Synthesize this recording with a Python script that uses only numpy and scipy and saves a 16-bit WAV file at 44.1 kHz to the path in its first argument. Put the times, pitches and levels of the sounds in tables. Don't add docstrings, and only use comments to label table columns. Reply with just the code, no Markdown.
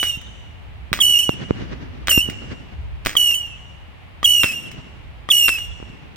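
import sys
import numpy as np
from scipy import signal
from scipy.fft import rfft, irfft
from scipy.io import wavfile
from scipy.ndimage import uniform_filter1d, map_coordinates

SR = 44100
rng = np.random.default_rng(int(sys.argv[2]) if len(sys.argv) > 2 else 0)


def to_wav(s):
    ch = np.atleast_2d(s).T
    pcm = np.round(np.clip(ch, -1, 1) * 32767)
    wavfile.write(sys.argv[1], SR, pcm.astype(np.int16))


N = 271656

# [start t/s, burn time t/s, tube pop peak level/dB, squeal rise above pitch f/Hz, squeal length t/s,
# squeal boost level/dB, early dip of pitch f/Hz, pitch f/Hz, sag/(Hz/s), tone level/dB, level hold t/s,
# fade/(dB/s), rasp level relative to tone/dB, rasp drift/(dB/s)]
ROCKETS = [(-.15, 0.36, -11, 413.5, .015, 14, 1, 3100, 1358, -22, 0.25, 168, -2, -31),
           (1.001, .37, -12, 526, .017, 6, 201.5, 3000, 1493, -14.5, 0.17, 93, -7, -27),
           (2.093, 0.25, -18.5, 169, 0.01625, -8, -110, 2792, 400, -14.5, 0.1, 189, -4.5, -66),
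           (3.164, 0.423, -11.5, 270, 0.011, 12.5, 2.5, 2956, 1733, -16, 0.15, 120, -6.5, -37),
           (4.241, 0.48, -8.5, 504, .015, 10.5, 230.5, 3004, 2036, -14.5, 0.16, 92, -9, -3.5),
           (5.3, 0.4, -10, 560, .016, 10, 0, 2935, 1750, -15, 0.16, 97, -6.5, -12)]
# [t/s, pitch f/Hz, sag/(Hz/s), rasp surge level/dB]
JUMPS = [(1.189, 3128, 12540, 9.5), (1.23, 2990, 2664, 5), (2.214, 3000, 1710, 0), (3.343, 3026, 1983, 7),
         (4.531, 2832, 854, 1), (5.574, 2876, 740, -1.5)]
# [multiple of pitch, relative level/dB]
OVERTONES = [(1.5, -8.5), (2, 5), (2.5, -21), (3, 4), (3.5, -12.5), (4, 4), (4.5, -20), (5, 10.5)]
# [f/Hz, relative level/dB]
JET_SPECTRUM = [(400, -54), (2400, 5), (3700, -10), (5200, -8), (7200, 16.5), (9500, -1), (12000, 7),
                (16000, 0.5)]
# [t/s, level/dB, lag of ground reflection t/ms, relative level of reflection/dB]
BURSTS = [(.0301, 1, 8.1, -7.5), (0.93, 5.5, 8.4, -8), (2.0832, 2.5, 9.2, -6.5), (3.0612, 7, 7.8, -2),
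          (4.4344, 6.5, 9.1, -6), (5.4831, 3.5, 8.1, -0.5)]
# [f/Hz, relative level/dB]
CRACK_SPECTRUM = [(100, -12.5), (400, -8), (800, -8), (1300, -2.5), (2400, -2.5), (3100, -6.5), (3900, -7),
                  (5000, -19), (8500, -22.5), (11500, -48.5), (15000, -12.5)]
# [f/Hz, relative level/dB, 60 dB decay t/s]
TUBE_MODES = [(518, -25.5, 0.11), (1180, 11.5, 0.017), (1900, 5.5, 0.02), (3180, 7, 0.011)]
# [t/s, peak level/dB]
SNAPS = [(.214, -29), (2.072, -8), (2.115, -8), (2.299, -16.5), (3.05, -16), (3.094, -8.5), (3.312, -16.5),
         (4.715, -24.5), (5.585, -17)]
# [f/Hz, relative level/dB]
SNAP_SPECTRUM = [(200, 1), (900, -3.5), (2300, 8.5), (4000, -2), (7500, -2.5), (11000, -22.5),
                 (16000, -1.5)]
# [f/Hz, left minus right level/dB, phase lead of left/rad]
PORTS = [(96.4, -12, 0.77), (1125, 4, 1.01), (3290, -5.5, 0.96), (4400, -7.5, 4.13), (6260, 0.5, 8.9),
         (8600, 5.5, 11.2), (12320, 5.5, 11.5), (14300, 5.5, 21.8)]
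# [f/Hz, relative level/dB]
FIELD_SPECTRUM = [(400, 4), (1000, -7), (3000, -7), (6000, -6.5), (9000, -14.5), (12000, -38.5),
                  (16000, -58)]
# [t/s, level/dB, upper edge of spectrum f/Hz]
THUDS = [(0.173, -24.5, 140), (0.917, -15, 164), (1.2926, 3.5, 670), (1.508, 2, 440), (1.622, -22, 288),
         (2.1764, -1.5, 302), (2.288, -12, 277), (4.441, -7.5, 404), (4.787, -24.5, 169), (5.801, -25, 465),
         (5.827, -21, 470), (5.899, -26.5, 145)]
# [f/Hz, relative level/dB]
RUMBLE_SPECTRUM = [(40, -30), (90, 7.5), (250, 4), (450, -5.5), (800, -14.5), (2000, -13.5), (6000, -30),
                   (10000, -63.5)]
# [f/Hz, relative level/dB]
TOWN_SPECTRUM = [(15, -50.5), (25, -13), (64, 8), (242, -17.5), (363, -20.5), (405, -22), (818, -19.5),
                 (1480, -26), (1890, -23.5), (2840, -23.5), (5880, -47.5), (16000, -55)]
# [t/s, level/dB]
BREEZE = [(0, 0), (2.5, 3.5), (3.2, -8.5), (5.2, -3), (6.1, -7.5)]

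T = np.arange(N) / SR
POP_LEAD_S = 0.011
STEADY_S, KNEE_S = 0.074, 0.014
DIP_S = .03
JUMP_STEADY_S, SURGE_S, GLIDE_S = 0.0081, .045, 0.0023
SLIP_RAD = .5
EMBER_DELAY_S, EMBER_GAP_S, EMBER_DB, EMBER_DB_PER_S = .02, .025, -22.5, -63
TOWN_DB = -40
TOP_HZ = 16000


def undb(db):
    return 10 ** (np.asarray(db) / 20)


def unit(x):
    return x / np.sqrt(np.mean(x ** 2))


def peak(x, db):
    return x * undb(db) / np.abs(x).max()


def fade(t, t60):
    return np.exp(-np.log(1000) * t / t60)


def along(points, size):
    hz, *columns = np.transpose(points)
    bins = np.log(np.maximum(np.fft.rfftfreq(size, 1 / SR), 1))
    return [np.interp(bins, np.log(hz), column) for column in columns]


def noise(points, size):
    gain = undb(along(points, size)[0])
    return unit(irfft(rfft(rng.standard_normal(size)) * gain, size))


def wide(points, size, side):
    return noise(points, size) + side * np.array([[1], [-1]]) * noise(points, size)


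def impulse(points, size=1024):
    cepstrum = irfft(np.log(undb(along(points, size)[0])))
    cepstrum[1:size // 2] *= 2
    cepstrum[size // 2 + 1:] = 0
    return irfft(np.exp(rfft(cepstrum)))


def walk(rate, size):
    steps = np.arange(size) * rate / SR
    return map_coordinates(rng.standard_normal(size), [steps], order=2, mode="nearest")


def add(track, s, x):
    start = int(s * SR)
    x = x[..., max(-start, 0):max(N - start, 0)]
    start = max(start, 0)
    track[..., start:start + x.shape[-1]] += x


def whistles(delay_s=0):
    out = np.zeros((2, N))
    for start, burn_s, _, *voice in ROCKETS:
        whistle = rocket(*flight(start, burn_s, *voice))
        add(out, start + delay_s, climb(whistle))
    return out


def flight(start, burn_s, squeal_hz, squeal_s, squeal_db, dip_hz, hz, sag, db, hold_s, fade_db_per_s,
           rasp_db, drift_db_per_s, burnout_s=.04):
    age = T[:SR // 2]
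    pitch_hz = sagging(age, hz, sag, STEADY_S) - dip_hz * np.exp(-age / DIP_S)
    rasp = rasp_db + drift_db_per_s * age
    for s, jump_hz, jump_sag, surge_db in JUMPS:
        if 0 < s - start < age[-1]:
            since = np.maximum(age - (s - start), 0)
            pitch_hz = np.where(since > 0, sagging(since, jump_hz, jump_sag, JUMP_STEADY_S), pitch_hz)
            rasp = rasp + (since > 0) * surge_db * np.exp(-since / SURGE_S)
    squeal = np.exp(-(age / squeal_s) ** 4)
    pitch_hz = uniform_filter1d(pitch_hz, int(GLIDE_S * SR)) + squeal_hz * squeal
    boost_db = squeal_db * np.exp(-((age / squeal_s - .68) / 0.32) ** 2)
    spent_db = 20 * np.maximum(age - burn_s + burnout_s, 0) / burnout_s
    distance_db = fade_db_per_s * np.maximum(age - hold_s, 0)
    level_db = db + boost_db - distance_db - spent_db
    return age, pitch_hz, level_db, rasp - boost_db


def sagging(age, hz, hz_per_s, steady_s):
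    return hz - hz_per_s * KNEE_S * np.logaddexp(0, (age - steady_s) / KNEE_S)


def wildness(pitch_hz, age, settle=0.02):
    slew = np.abs(np.gradient(pitch_hz)) * SR
    return np.exp(-age / settle) + np.clip(uniform_filter1d(slew, size=700) / 25000, 0, 1)


def rocket(age, pitch_hz, level_db, rasp_db, attack_s=0.0042, jitter=0.0067, wild=2.8, flutter_rad=0.068,
           jet_db=-5.0, sputter_db=2.5, air_hz=9190.0, air_db_per_s=-32):
    size = len(age)
    unrest = 1 + wild * wildness(pitch_hz, age)
    phase = 2 * np.pi * np.cumsum(pitch_hz * (1 + jitter * unrest * walk(350, size))) / SR
    ragged = phase + flutter_rad * walk(1300, size)
    slip = SLIP_RAD * walk(900, size)
    overtones = np.zeros(size)
    for k, db in OVERTONES:
        half = 2 * k % 2
        overtones += undb(db + sputter_db * walk(300, size)) * np.sin(k * ragged + half * slip)
    puffing = 1 + 0.055 * np.cos(phase)
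    jet = unit(noise(JET_SPECTRUM, size) * puffing * undb(2.2 * walk(414, size)))
    rasp = undb(rasp_db) * (unit(overtones) + undb(jet_db) * jet)
    dull = signal.sosfiltfilt(signal.butter(2, air_hz, fs=SR, output="sos"), rasp)
    rasp = dull + (rasp - dull) * undb(air_db_per_s * age)
    gate = np.clip(age / attack_s, 0, 1) * np.clip((age[-1] - age) / .015, 0, 1)
    return gate * undb(level_db) * (unit(np.sin(phase)) + rasp)


def ground_lag(age, speed=13., thrust=90.1, distance=5.4, mic_height=1.2):
    height = speed * age + thrust * age ** 2 / 2
    extra = np.hypot(distance, height + mic_height) - np.hypot(distance, height - mic_height)
    return extra / 343


def climb(x, ground=0.46, lift_off=0.0028, veer_ms=0.008, waver_db=1.0):
    age = np.arange(len(x)) / SR
    bounce = ground * (1 - np.exp(-age / lift_off))
    pair = []
    for _ in range(2):
        heard = age + veer_ms / 1000 * walk(27.5, len(x))
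        direct = map_coordinates(x, [heard * SR])
        reflection = map_coordinates(x, [(heard - ground_lag(age)) * SR])
        pair.append((direct + bounce * reflection) * undb(waver_db * walk(89.8, len(x))))
    return np.array(pair)


def bursts(front_db=1, shred_db=-15, shred_t60=0.004, scatter_db=-29, scatter_t60=0.26, crackle_db=4):
    out, t = np.zeros(N), T[:SR // 3]
    for s, db, lag_ms, ground_db in BURSTS:
        crack = undb(shred_db) * noise(CRACK_SPECTRUM, len(t)) * fade(t, shred_t60)
        front = peak(impulse(CRACK_SPECTRUM), front_db)
        crack[:len(front)] += front
        crackle = unit(noise(SNAP_SPECTRUM, len(t)) * undb(crackle_db * walk(677, len(t))))
        scatter = crackle * fade(t, scatter_t60)
        add(out, s, undb(db) * (crack + undb(scatter_db) * scatter))
        add(out, s + lag_ms / 1000, undb(db + ground_db) * crack)
    return out


def launches(gas_db=-7, gas_t60=0.14):
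    out, t = np.zeros(N), T[:SR // 8]
    for start, _, db, *_ in ROCKETS:
        ring = sum(undb(mode_db) * np.sin(2 * np.pi * hz * t) * fade(t, t60) for hz, mode_db, t60 in TUBE_MODES)
        gas = undb(gas_db) * noise(SNAP_SPECTRUM, len(t)) * fade(t, gas_t60)
        add(out, start - POP_LEAD_S, peak(ring + gas, db))
    return out


def snaps(snap_t60=0.013, fizz_db=-14, fizz_t60=0.18):
    out, t = np.zeros(N), T[:SR // 10]
    for s, db in SNAPS + embers():
        envelope = fade(t, snap_t60) + undb(fizz_db) * fade(t, fizz_t60)
        add(out, s, peak(noise(SNAP_SPECTRUM, len(t)) * envelope, db))
    return out


def embers(count=3):
    rows = []
    for s, db, *_ in BURSTS:
        for late in EMBER_DELAY_S + EMBER_GAP_S * np.cumsum(2 * rng.random(count)):
            rows.append((s + late, db + EMBER_DB + EMBER_DB_PER_S * late))
    return rows


def ports(pair):
    balance_db, lead = along(PORTS, N)
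    response = np.array([undb(balance_db / 2), undb(-balance_db / 2) * np.exp(-1j * lead)])
    return irfft(rfft(pair) * response, N)


def nearby(pair, scatter_db=-4.0, t60=0.026):
    t = T[:SR // 20]
    colour = [(1000, 5.5), (3000, -21), (7000, 6.5)]  # f/Hz, relative level/dB
    paths = np.array([noise(colour, len(t)) * fade(t, t60) for _ in range(2)])
    paths *= undb(scatter_db) / np.sqrt(np.sum(paths ** 2) / 2)
    return pair + signal.fftconvolve(pair, paths, axes=1)[:, :N]


def field(x, echo_db=-23, t60=0.96, rise=0.19, trees_db=-31):
    t = T[:2 * SR]
    shape = (1 - np.exp(-t / rise)) * fade(t, t60)
    echoes = np.array([noise(FIELD_SPECTRUM, len(t)) * shape for _ in range(2)])
    echoes *= undb(echo_db) / np.sqrt(np.sum(echoes ** 2) / 2)
    trees_s = .41
    add(echoes, trees_s, undb(trees_db) * impulse(FIELD_SPECTRUM))
    return signal.fftconvolve(x, echoes, axes=1)[:, :N]


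def first_echo(db=4):
    out, lead_s = np.zeros((2, N)), -ROCKETS[0][0]
    before = whistles(lead_s) * (T < lead_s)
    add(out, -lead_s, undb(db) * field(before))
    return out


def thuds(low_ratio=0.19, edge_db=-18, rumble_db=-32, rumble_growth=0.65, rumble_t60=1.73, rumble_rise=0.093,
          roll_db=4.0, pan_db=-5, lag_ms=0.75):
    out, t = np.zeros((2, N)), T[:SR]
    for s, db, top_hz in THUDS:
        low_hz = low_ratio * top_hz
        colour = [(low_hz / 4, -20), (low_hz, 0), (top_hz, 0),
                  (3 * top_hz, edge_db), (8 * top_hz, -44), (20 * top_hz, -75)]
        thud = peak(impulse(colour, size=4096), db)
        add(out[0], s + lag_ms / 1000, undb(pan_db / 2) * thud)
        add(out[1], s, undb(-pan_db / 2) * thud)
        roll = (1 - np.exp(-t / rumble_rise)) * fade(t, rumble_t60) * undb(roll_db * walk(43.45, len(t)))
        rumble = roll * wide(RUMBLE_SPECTRUM, len(t), side=1.0)
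        add(out, s, undb(rumble_growth * db + rumble_db) * rumble)
    return out


def town(side=1.0, swell_db=5.0, breeze_hz=102.0):
    air = undb(TOWN_DB) * wide(TOWN_SPECTRUM, N, side)
    low = signal.sosfiltfilt(signal.butter(2, breeze_hz, fs=SR, output="sos"), air)
    breeze_db = np.interp(T, *np.transpose(BREEZE)) + swell_db * walk(4.18, N)
    return air - low + low * undb(breeze_db)


def scene():
    battery = whistles() + bursts() + launches() + snaps()
    return nearby(ports(battery)) + field(battery) + first_echo() + thuds() + town()


def record(dry):
    rounded = dry / (1 + dry ** 6) ** (1 / 6)
    return signal.sosfilt(signal.ellip(8, .2, 70, TOP_HZ, fs=SR, output="sos"), rounded)


dry = scene()
out = record(dry)
to_wav(out)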